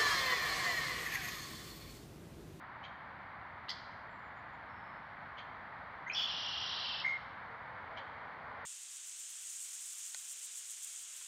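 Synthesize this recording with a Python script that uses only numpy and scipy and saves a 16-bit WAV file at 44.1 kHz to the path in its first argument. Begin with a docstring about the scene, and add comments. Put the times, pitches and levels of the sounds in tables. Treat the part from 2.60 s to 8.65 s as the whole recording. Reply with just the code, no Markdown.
"""Blackbird singing among bare trees

A red-winged blackbird sings from a treetop: a few quick notes, a fast warble, a buzzy two-voiced trill
and a pulsing closing whistle. Its voices are gliding sine tones, made rough by small random wavers.
Dry 'check' calls, built from shaky bands, and thin whistles and hoots come from near and far.
Bare trees scatter these calls as a noise-like echo. Shaped noise makes the steady rush of distant traffic.
"""
import sys
import numpy as np
from scipy import signal
from scipy.fft import rfft, irfft, next_fast_len
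from scipy.io import wavfile
from scipy.ndimage import uniform_filter1d, map_coordinates

SR = 44100
rng = np.random.default_rng(int(sys.argv[2]) if len(sys.argv) > 2 else 0)


def wav_out(sig):
    """Save sig, one row per channel (or a flat mono array), as 16-bit PCM at SR to the path in sys.argv[1]."""
    wavfile.write(sys.argv[1], SR, np.round(np.clip(np.atleast_2d(sig).T, -1, 1) * 32767).astype(np.int16))


N = 266937
TIME = np.arange(N) / SR


def amp(db):
    """Turn decibels into gain."""
    return 10 ** (np.asarray(db) / 20)


def unit(x):
    """Scale a sound to rms 1."""
    return x / np.sqrt(np.mean(x ** 2) + 1e-20)


def along(points, hz):
    """Read a curve of (pitch_hz, value) points, joined by straight lines on a log pitch axis."""
    point_hz, values = np.transpose(points)
    return np.interp(np.log(hz + 1), np.log(point_hz + 1), values)


def curves(rows, at=TIME):
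    """Turn every column after the first, the times, into a curve of straight lines."""
    times, *columns = np.transpose(rows)
    return [np.interp(at, times, column) for column in columns]


def gate(start, end, edge=.003):
    """Be 1 between two times and 0 outside, with soft edges."""
    inside = np.minimum(TIME - start, end - TIME)
    return np.sin(np.pi / 2 * np.clip(inside / edge, 0, 1)) ** 2


def bump(x, width):
    """A smooth bell, 1 where x is 0."""
    return np.exp(-(x / width) ** 2)


def wobble(rate):
    """A smooth random curve through `rate` random points a second."""
    return map_coordinates(rng.standard_normal(int(N * rate / SR) + 4), [TIME * rate])


def filtered(x, response):
    """Multiply the spectrum of x by a response that depends on frequency."""
    size = next_fast_len(N + SR // 2)
    return irfft(rfft(x, size) * response(np.fft.rfftfreq(size, 1 / SR)), size)[:N]


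def noise(spectrum):
    """Noise of rms 1, coloured by (pitch_hz, relative level in dB) points."""
    return unit(filtered(rng.standard_normal(N), lambda hz: amp(along(spectrum, hz))))


def tone(hz):
    """A sine of rms 1 that follows a pitch curve."""
    return np.sqrt(2) * np.sin(2 * np.pi * (np.cumsum(hz) / SR + rng.random()))


def slurs(rows, edge, waver):
    """Short gliding whistles whose pitch wavers by a small share."""
    out = np.zeros(N)
    unsteady = 1 + waver * wobble(600)
    for start, length, start_hz, end_hz, db in rows:
        glide_hz = np.interp(TIME, [start, start + length], [start_hz, end_hz])
        out += amp(db) * gate(start, start + length, edge) * tone(glide_hz * unsteady)
    return out


# Short notes that open the song: start_s, length_s, start_pitch_hz, end_pitch_hz, level_db
OPENING_NOTES = [(3.463, .024, 1930, 2100, -44), (3.465, .032, 1520, 1660, -50),
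                 (3.4965, .0095, 2430, 2380, -33.5), (3.496, .008, 3050, 2900, -49),
                 (3.503, .014, 2340, 2560, -40), (3.508, .016, 3000, 3300, -53),
                 (3.515, .03, 2560, 2680, -51), (3.512, .018, 4150, 4300, -62),
                 (3.522, .014, 5150, 5200, -56), (3.532, .012, 5350, 5650, -43.5),
                 (3.542, .011, 5350, 5700, -45), (3.474, .03, 6150, 6600, -67)]


def opening_notes():
    """Brief whistles, each gliding from one pitch to another, some sounding together."""
    return slurs(OPENING_NOTES, edge=.0045, waver=.025)


# Loudness of the warble's two voices before shaping: time_s, low_voice_level_db, high_voice_level_db
WARBLE_LEVELS = [(3.548, -41.5, -44), (3.588, -34.5, -49), (3.628, -36.5, -45.5), (3.666, -39.5, -55.5)]
# Colour of the warble's roughness: pitch_hz, relative_level_db
WARBLE_RASP = [(2000, -23), (2500, 5), (4500, -4), (5600, -6), (6700, -16.5), (7800, -56), (11500, -31),
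               (15000, -25)]
WARBLE_START_S, WARBLE_END_S, WARBLE_CYCLE_S = 3.5449, 3.669, .00782
# The low voice swells as it arches.
ARCH_FOOT_HZ, ARCH_RISE_HZ, ARCH_DB, ARCH_DIP_DB = 2814, 628, 1, 10.5
# The high voice dives between two arches.
DIVE_HZ, DIVE_SWING_HZ, DIVE_DB, DIVE_REST_DB = 4970, 654, 3.5, -17
DIVE_AT, DIVE_WIDTH = .9, .19  # shares of a cycle


def warble():
    """The two sides of the syrinx take turns, about 128 times a second: a low arch, then a high dive."""
    low_db, high_db = curves(WARBLE_LEVELS)
    cycle = (TIME - WARBLE_START_S) / WARBLE_CYCLE_S % 1
    arch = np.sin(np.pi * cycle)
    low_hz = ARCH_FOOT_HZ + ARCH_RISE_HZ * arch + 45 * wobble(700) + 35 * wobble(120)
    low_gain = amp(low_db + ARCH_DB - ARCH_DIP_DB * (1 - arch) ** 2 + wobble(150))
    low = low_gain * (tone(low_hz) + amp(-37) * tone(2 * low_hz))

    from_dive = (cycle - DIVE_AT + .5) % 1 - .5
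    high_hz = DIVE_HZ - DIVE_SWING_HZ * np.sin(2 * np.pi * from_dive) + 130 * wobble(900)
    dive = bump(from_dive, DIVE_WIDTH) + amp(DIVE_REST_DB)
    high = amp(high_db + DIVE_DB + 1.5 * wobble(150)) * dive * tone(high_hz)

    rasp = amp(low_db - 14) * noise(WARBLE_RASP)
    return (low + high + rasp) * gate(WARBLE_START_S, WARBLE_END_S)


# Loudness of the trill's two voices before shaping: time_s, low_voice_level_db, high_voice_level_db
TRILL_LEVELS = [(3.67, -42, -56), (3.684, -40.5, -55), (3.692, -42, -51.5), (4.306, -42, -50),
                (4.412, -45, -50), (4.42, -50, -50.5)]
# Two even runs of syllables with a slight hitch between them: start_s, syllable_count
SYLLABLE_RUNS = [(3.674, 17), (4.189, 8)]
# How hard the bird presses, which makes the buzz harsher: time_s, pressure (0 to 1)
PRESSING = [(3.68, 0.2), (4.05, 0.2), (4.15, 0.86), (4.42, 0.63)]
# Overtones of the buzz: multiple of its pitch, relative_level_db, gain_at_full_pressure_db
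BUZZ_OVERTONES = [(6, -18, 2), (7, -6, -2.5), (8, -3, 1.5), (9, -10.5, 3), (10, -13.5, 8.5), (11, -16, 6.5),
                  (12, -13, 2), (13, -15, -0.5), (14, -22.5, -4)]
SYLLABLE_S, TRILL_START_S, TRILL_END_S = .0298, 3.668, 4.425
SAG_FROM_S, SAG_PER_S = 4.17, .22  # the pitch sinks as the song runs out (share a second)
# Two high flicks near the start of each syllable, weaker under pressure
FLICK_AT_S, FLICK_GAP_S, FLICK_WIDTH_S = .0034, .0082, .0019
FLICK_FOOT_HZ, FLICK_RISE_HZ, FLICK_DB, FLICK_REST_DB, FLICK_PRESSED_DB = 4830, 800, 1.5, -13, -2.5
# The low voice slurs down between them.
SLUR_AT_S, SLUR_WIDTH_S = .00915, .0038
SLUR_HZ, SLUR_FALL_HZ, SLUR_DB, SLUR_REST_DB = 3010, 477, -.5, -14.5
# The buzz peaks in pitch after the slur, then slides down; it gives way to the slur.
BUZZ_HZ, BUZZ_SWING_HZ, BUZZ_TOP_S = 408.6, 17, .01584
BUZZ_DB, BUZZ_DUCK_DB = -1.6, 8.5


def trill():
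    """Both sides of the syrinx whistle briefly in each syllable, over a buzz whose overtones slide down."""
    starts = np.concatenate([start + SYLLABLE_S * np.arange(count) for start, count in SYLLABLE_RUNS])
    age = TIME - starts[np.maximum(np.searchsorted(starts, TIME) - 1, 0)]  # time since syllable start
    low_db, high_db = curves(TRILL_LEVELS)
    pressure, = curves(PRESSING)
    sag = 1 - SAG_PER_S * np.maximum(TIME - SAG_FROM_S, 0)

    slur = bump(age - SLUR_AT_S, SLUR_WIDTH_S)
    low_hz = SLUR_HZ - SLUR_FALL_HZ * slur * (age - SLUR_AT_S) / SLUR_WIDTH_S
    low_gain = amp(low_db + SLUR_DB + 1.3 * wobble(150)) * (slur + amp(SLUR_REST_DB))
    low = low_gain * tone(sag * low_hz + 45 * wobble(700))

    first_flick = bump(age - FLICK_AT_S, FLICK_WIDTH_S)
    second_flick = bump(age - FLICK_AT_S - FLICK_GAP_S, FLICK_WIDTH_S)
    flicks = uniform_filter1d(first_flick + second_flick, size=30)  # soften jumps between syllables
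    high_hz = FLICK_FOOT_HZ + FLICK_RISE_HZ * flicks
    high_gain = amp(high_db + FLICK_DB + FLICK_PRESSED_DB * pressure + 2.1 * wobble(340))
    high = high_gain * (flicks + amp(FLICK_REST_DB)) * tone(sag * high_hz + 60 * wobble(900))

    swing = np.cos(2 * np.pi * (age - BUZZ_TOP_S) / SYLLABLE_S)
    buzz_hz = sag * (BUZZ_HZ + BUZZ_SWING_HZ * swing) + 4 * wobble(400)
    buzz = np.zeros(N)
    for multiple, db, pressed_db in BUZZ_OVERTONES:
        overtone_gain = amp(db + pressed_db * pressure + 2.4 * wobble(120))
        buzz += overtone_gain * tone(round(multiple) * buzz_hz + 9 * wobble(500))
    buzz *= amp(low_db + BUZZ_DB - BUZZ_DUCK_DB * slur)
    return (low + high + buzz) * gate(TRILL_START_S, TRILL_END_S, edge=.0071)


CLOSING_START_S, CLOSING_END_S, FIRST_DIP_S, PULSE_S = 4.431, 4.576, 4.4437, .015
CLOSING_HZ, CLOSING_DB, CLOSING_FADE_DB_PER_S = 2134, -28, 74
CLOSING_ATTACK_S, CLOSING_RELEASE_S = .022, .0076
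DEEPEST_S, PULSING_WIDTH_S, STEADY_DEPTH = 4.476, .038, .27  # the pulsing is deepest early on


def closing():
    """A low whistle that starts with a rattle, pulses deeply and then steadies as it fades."""
    age = np.maximum(TIME - CLOSING_START_S, 0)
    attack = np.minimum(age / CLOSING_ATTACK_S, 1) ** 2
    swell = attack * gate(CLOSING_START_S, CLOSING_END_S, edge=CLOSING_RELEASE_S)
    depth = STEADY_DEPTH + (1 - STEADY_DEPTH) * bump(TIME - DEEPEST_S, PULSING_WIDTH_S)
    beat = np.cos(np.pi * (TIME - FIRST_DIP_S) / PULSE_S) ** 2  # 1 in each dip
    hz = CLOSING_HZ + 70 * (beat - .5) + 15 * wobble(400)
    # a second tone 300 Hz lower beats against the whistle
    rattle = amp(-11) * tone(hz - 300) * gate(4.438, 4.459, edge=.004)
    overtone = amp(-36) * tone(3 * hz + 110 * wobble(570)) * gate(4.44, 4.53, edge=.026)
    gain = amp(CLOSING_DB - CLOSING_FADE_DB_PER_S * age) * swell * (1 - depth * beat ** 2)
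    return gain * (tone(hz) + rattle + overtone)


CHECK_ATTACK_S, CHECK_HOLD_S, CHECK_RELEASE_S = .00993, .013, .018
CHECK_ONSET_DB, CHECK_TOP_DB, CHECK_END_DB = -13.5, -4, -18
CHECK_FLUTTER_S, CHECK_FLUTTER_DB = .0105, 2.5  # the call throbs as it sounds
BEAK_SHUT, BEAK_OPEN = .78, 1.02  # pitch ratio of the bands, before the glide power


def checks(calls, bands, glide):
    """Harsh, irregular vibration in a few bands that rise together as the beak opens."""
    out = np.zeros(N)
    for start, db in calls:
        held = TIME - start - CHECK_ATTACK_S
        opening = np.clip(1 + held / CHECK_ATTACK_S, 0, 1) ** 2
        release = np.clip((held - CHECK_HOLD_S) / CHECK_RELEASE_S, 0, 1)
        rise_db = (CHECK_TOP_DB - CHECK_ONSET_DB) * opening
        fall_db = (CHECK_END_DB - CHECK_TOP_DB) * release
        shape_db = CHECK_ONSET_DB + rise_db + fall_db
        flutter_db = CHECK_FLUTTER_DB * np.cos(2 * np.pi * held / CHECK_FLUTTER_S)
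        ratio = (BEAK_SHUT + (BEAK_OPEN - BEAK_SHUT) * opening) ** glide
        rasp = sum(amp(level) * tone(hz * ratio + width * wobble(1400)) for hz, width, level in bands)
        end = start + CHECK_ATTACK_S + CHECK_HOLD_S + CHECK_RELEASE_S
        out += amp(db + shape_db + flutter_db) * rasp * gate(start - .001, end, edge=.001)
    return out * amp(2.2 * wobble(800) - 1.5)


# The near call: start_s, level_db before shaping
NEAR_CALL = [(1.085, -35.5)]
# Bands of the near call: pitch_hz before the beak's glide, waver_hz, relative_level_db
NEAR_CALL_BANDS = [(2020, 120, -8.5), (3254, 200, -5.5), (4200, 346, -6), (4780, 290, -3.5),
                   (5960, 570, -20.5), (7540, 250, -34), (11800, 750, -35)]


def near_check():
    """One dry call close by, its bands rising clearly as the beak opens."""
    return checks(NEAR_CALL, NEAR_CALL_BANDS, glide=.8)


# The far calls: start_s, level_db before shaping
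FAR_CALLS = [(.231, -48), (2.773, -48.5), (5.364, -48.5)]
# Bands of the far calls: pitch_hz before the beak's glide, waver_hz, relative_level_db
FAR_CALL_BANDS = [(2230, 200, -2), (3160, 237, 0.5), (4100, 450, -12), (6000, 750, -25.5)]
# Thin whistles of small birds: start_s, length_s, start_pitch_hz, end_pitch_hz, level_db before the air
THIN_WHISTLES = [(1.49, 0.1, 7480, 7400, -86), (1.57, 0.13, 7260, 7160, -88),
                 (1.75, 0.071, 6900, 6860, -89), (1.92, 0.047, 6960, 7020, -87),
                 (2.08, .32, 5310, 5170, -84), (2.42, .14, 5460, 5550, -94)]
# Faint hoots: start_s, length_s, start_pitch_hz, end_pitch_hz, level_db before the air
DISTANT_HOOTS = [(4.86, 0.099, 470, 442, -66), (5.12, 0.071, 530, 496, -63), (5.29, 0.098, 670, 632, -56),
                 (5.38, 0.078, 560, 524, -58.5)]


def far_birds():
    """Calls, thin whistles and faint hoots from far off, dulled because air takes the top off."""
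    calls = checks(FAR_CALLS, FAR_CALL_BANDS, glide=.2)
    whistles = slurs(THIN_WHISTLES, edge=.024, waver=.012)
    hoots = slurs(DISTANT_HOOTS, edge=.023, waver=.0298)
    air = [(6800, .5), (7600, -6), (9000, -25)]  # pitch_hz, gain_db
    return filtered(calls + whistles + hoots, lambda hz: amp(along(air, hz)))


# How long the trees' tail rings on: pitch_hz, time_to_fall_60_db_s
TREE_TAIL = [(500, 0.5), (2000, 0.87), (3200, 0.91), (4100, 1), (5100, 0.66), (6500, 1), (12000, 0.16)]


def woods(x):
    """Nearby branches answer densely at once; farther trunks leave a long, weak tail."""
    hz, t, grains = signal.stft(rng.standard_normal(SR), SR, nperseg=256)
    trunks = amp(-60 * t / along(TREE_TAIL, hz)[:, None])
    branches = amp(5.5 - 60 * t / .14)
    build_up = 1 - np.exp(-t / .0037)
    tail = signal.istft(grains * (trunks + branches) * build_up, SR, nperseg=256)[1]
    tail = tail / np.sqrt(np.sum(tail ** 2))
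    # twigs throw back short waves, around 4200 Hz, best: pitch_hz, gain_db
    twigs = [(2000, -5), (3100, -1), (4200, 3), (5500, -1.5), (9000, -.5)]
    return filtered(signal.fftconvolve(x, tail)[:N], lambda f: amp(along(twigs, f)))


# Colour of the traffic rush: pitch_hz, relative_level_db
TRAFFIC_COLOUR = [(250, -24.5), (400, -16), (550, -8.5), (750, -2), (950, 0.5), (1300, -1.5), (1900, -3.5),
                  (2200, -7.5), (2600, -21), (3300, -22.5), (4600, -29.5), (5200, -42), (6400, -50.5),
                  (8000, -78)]
# How loud the traffic is: time_s, level_db
TRAFFIC_FLOW = [(0.0, -50), (0.89, -50), (1.94, -50), (4.19, -48), (5.8, -48.5), (6.05, -46.5)]
# Colour of the low rumble: pitch_hz, relative_level_db
RUMBLE_COLOUR = [(20, -25.5), (35, -21), (55, -7), (90, -1), (150, -3.5), (250, -7), (400, -15), (700, -37),
                 (2500, -120)]
# A faint low drone: time_s, level_db
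DRONE_LEVELS = [(4.3, -76), (4.85, -64), (5.2, -60), (5.65, -63), (6.05, -58)]


def background():
    """Shaped noise for distant traffic, its low rumble and a faint swelling drone, with a very soft hiss."""
    traffic_db, = curves(TRAFFIC_FLOW)
    traffic = amp(traffic_db + .24 * wobble(8)) * noise(TRAFFIC_COLOUR)
    drone_db, = curves(DRONE_LEVELS)
    # pitch_hz, relative_level_db
    drone_colour = [(280, -50), (440, 1), (560, 2.5), (700, -4.5), (1000, -2.5), (1500, -32), (4000, -120)]
    drone = amp(drone_db + wobble(7)) * noise(drone_colour)
    rumble = amp(-61) * noise(RUMBLE_COLOUR)
    hiss = amp(-90.5) * rng.standard_normal(N)
    return traffic + drone + rumble + hiss


def scene():
    """Add the song, the other birds, their echo from the trees and the background."""
    opening = opening_notes() + warble()
    buzz = trill()
    whistle = closing()
    call = near_check()
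    far = far_birds()
    # each kind of note spreads into the trees with its own strength
    into_trees = amp(-5) * (opening + buzz) + amp(-11) * whistle + amp(-7.5) * call + amp(-6) * far
    return (opening + buzz + whistle + call + far + woods(into_trees) + background())[None]


def record(dry):
    """Keep nothing at or above 15750 Hz."""
    return filtered(dry[0], lambda hz: hz < 15750)[None]


dry = scene()
out = record(dry)
wav_out(out)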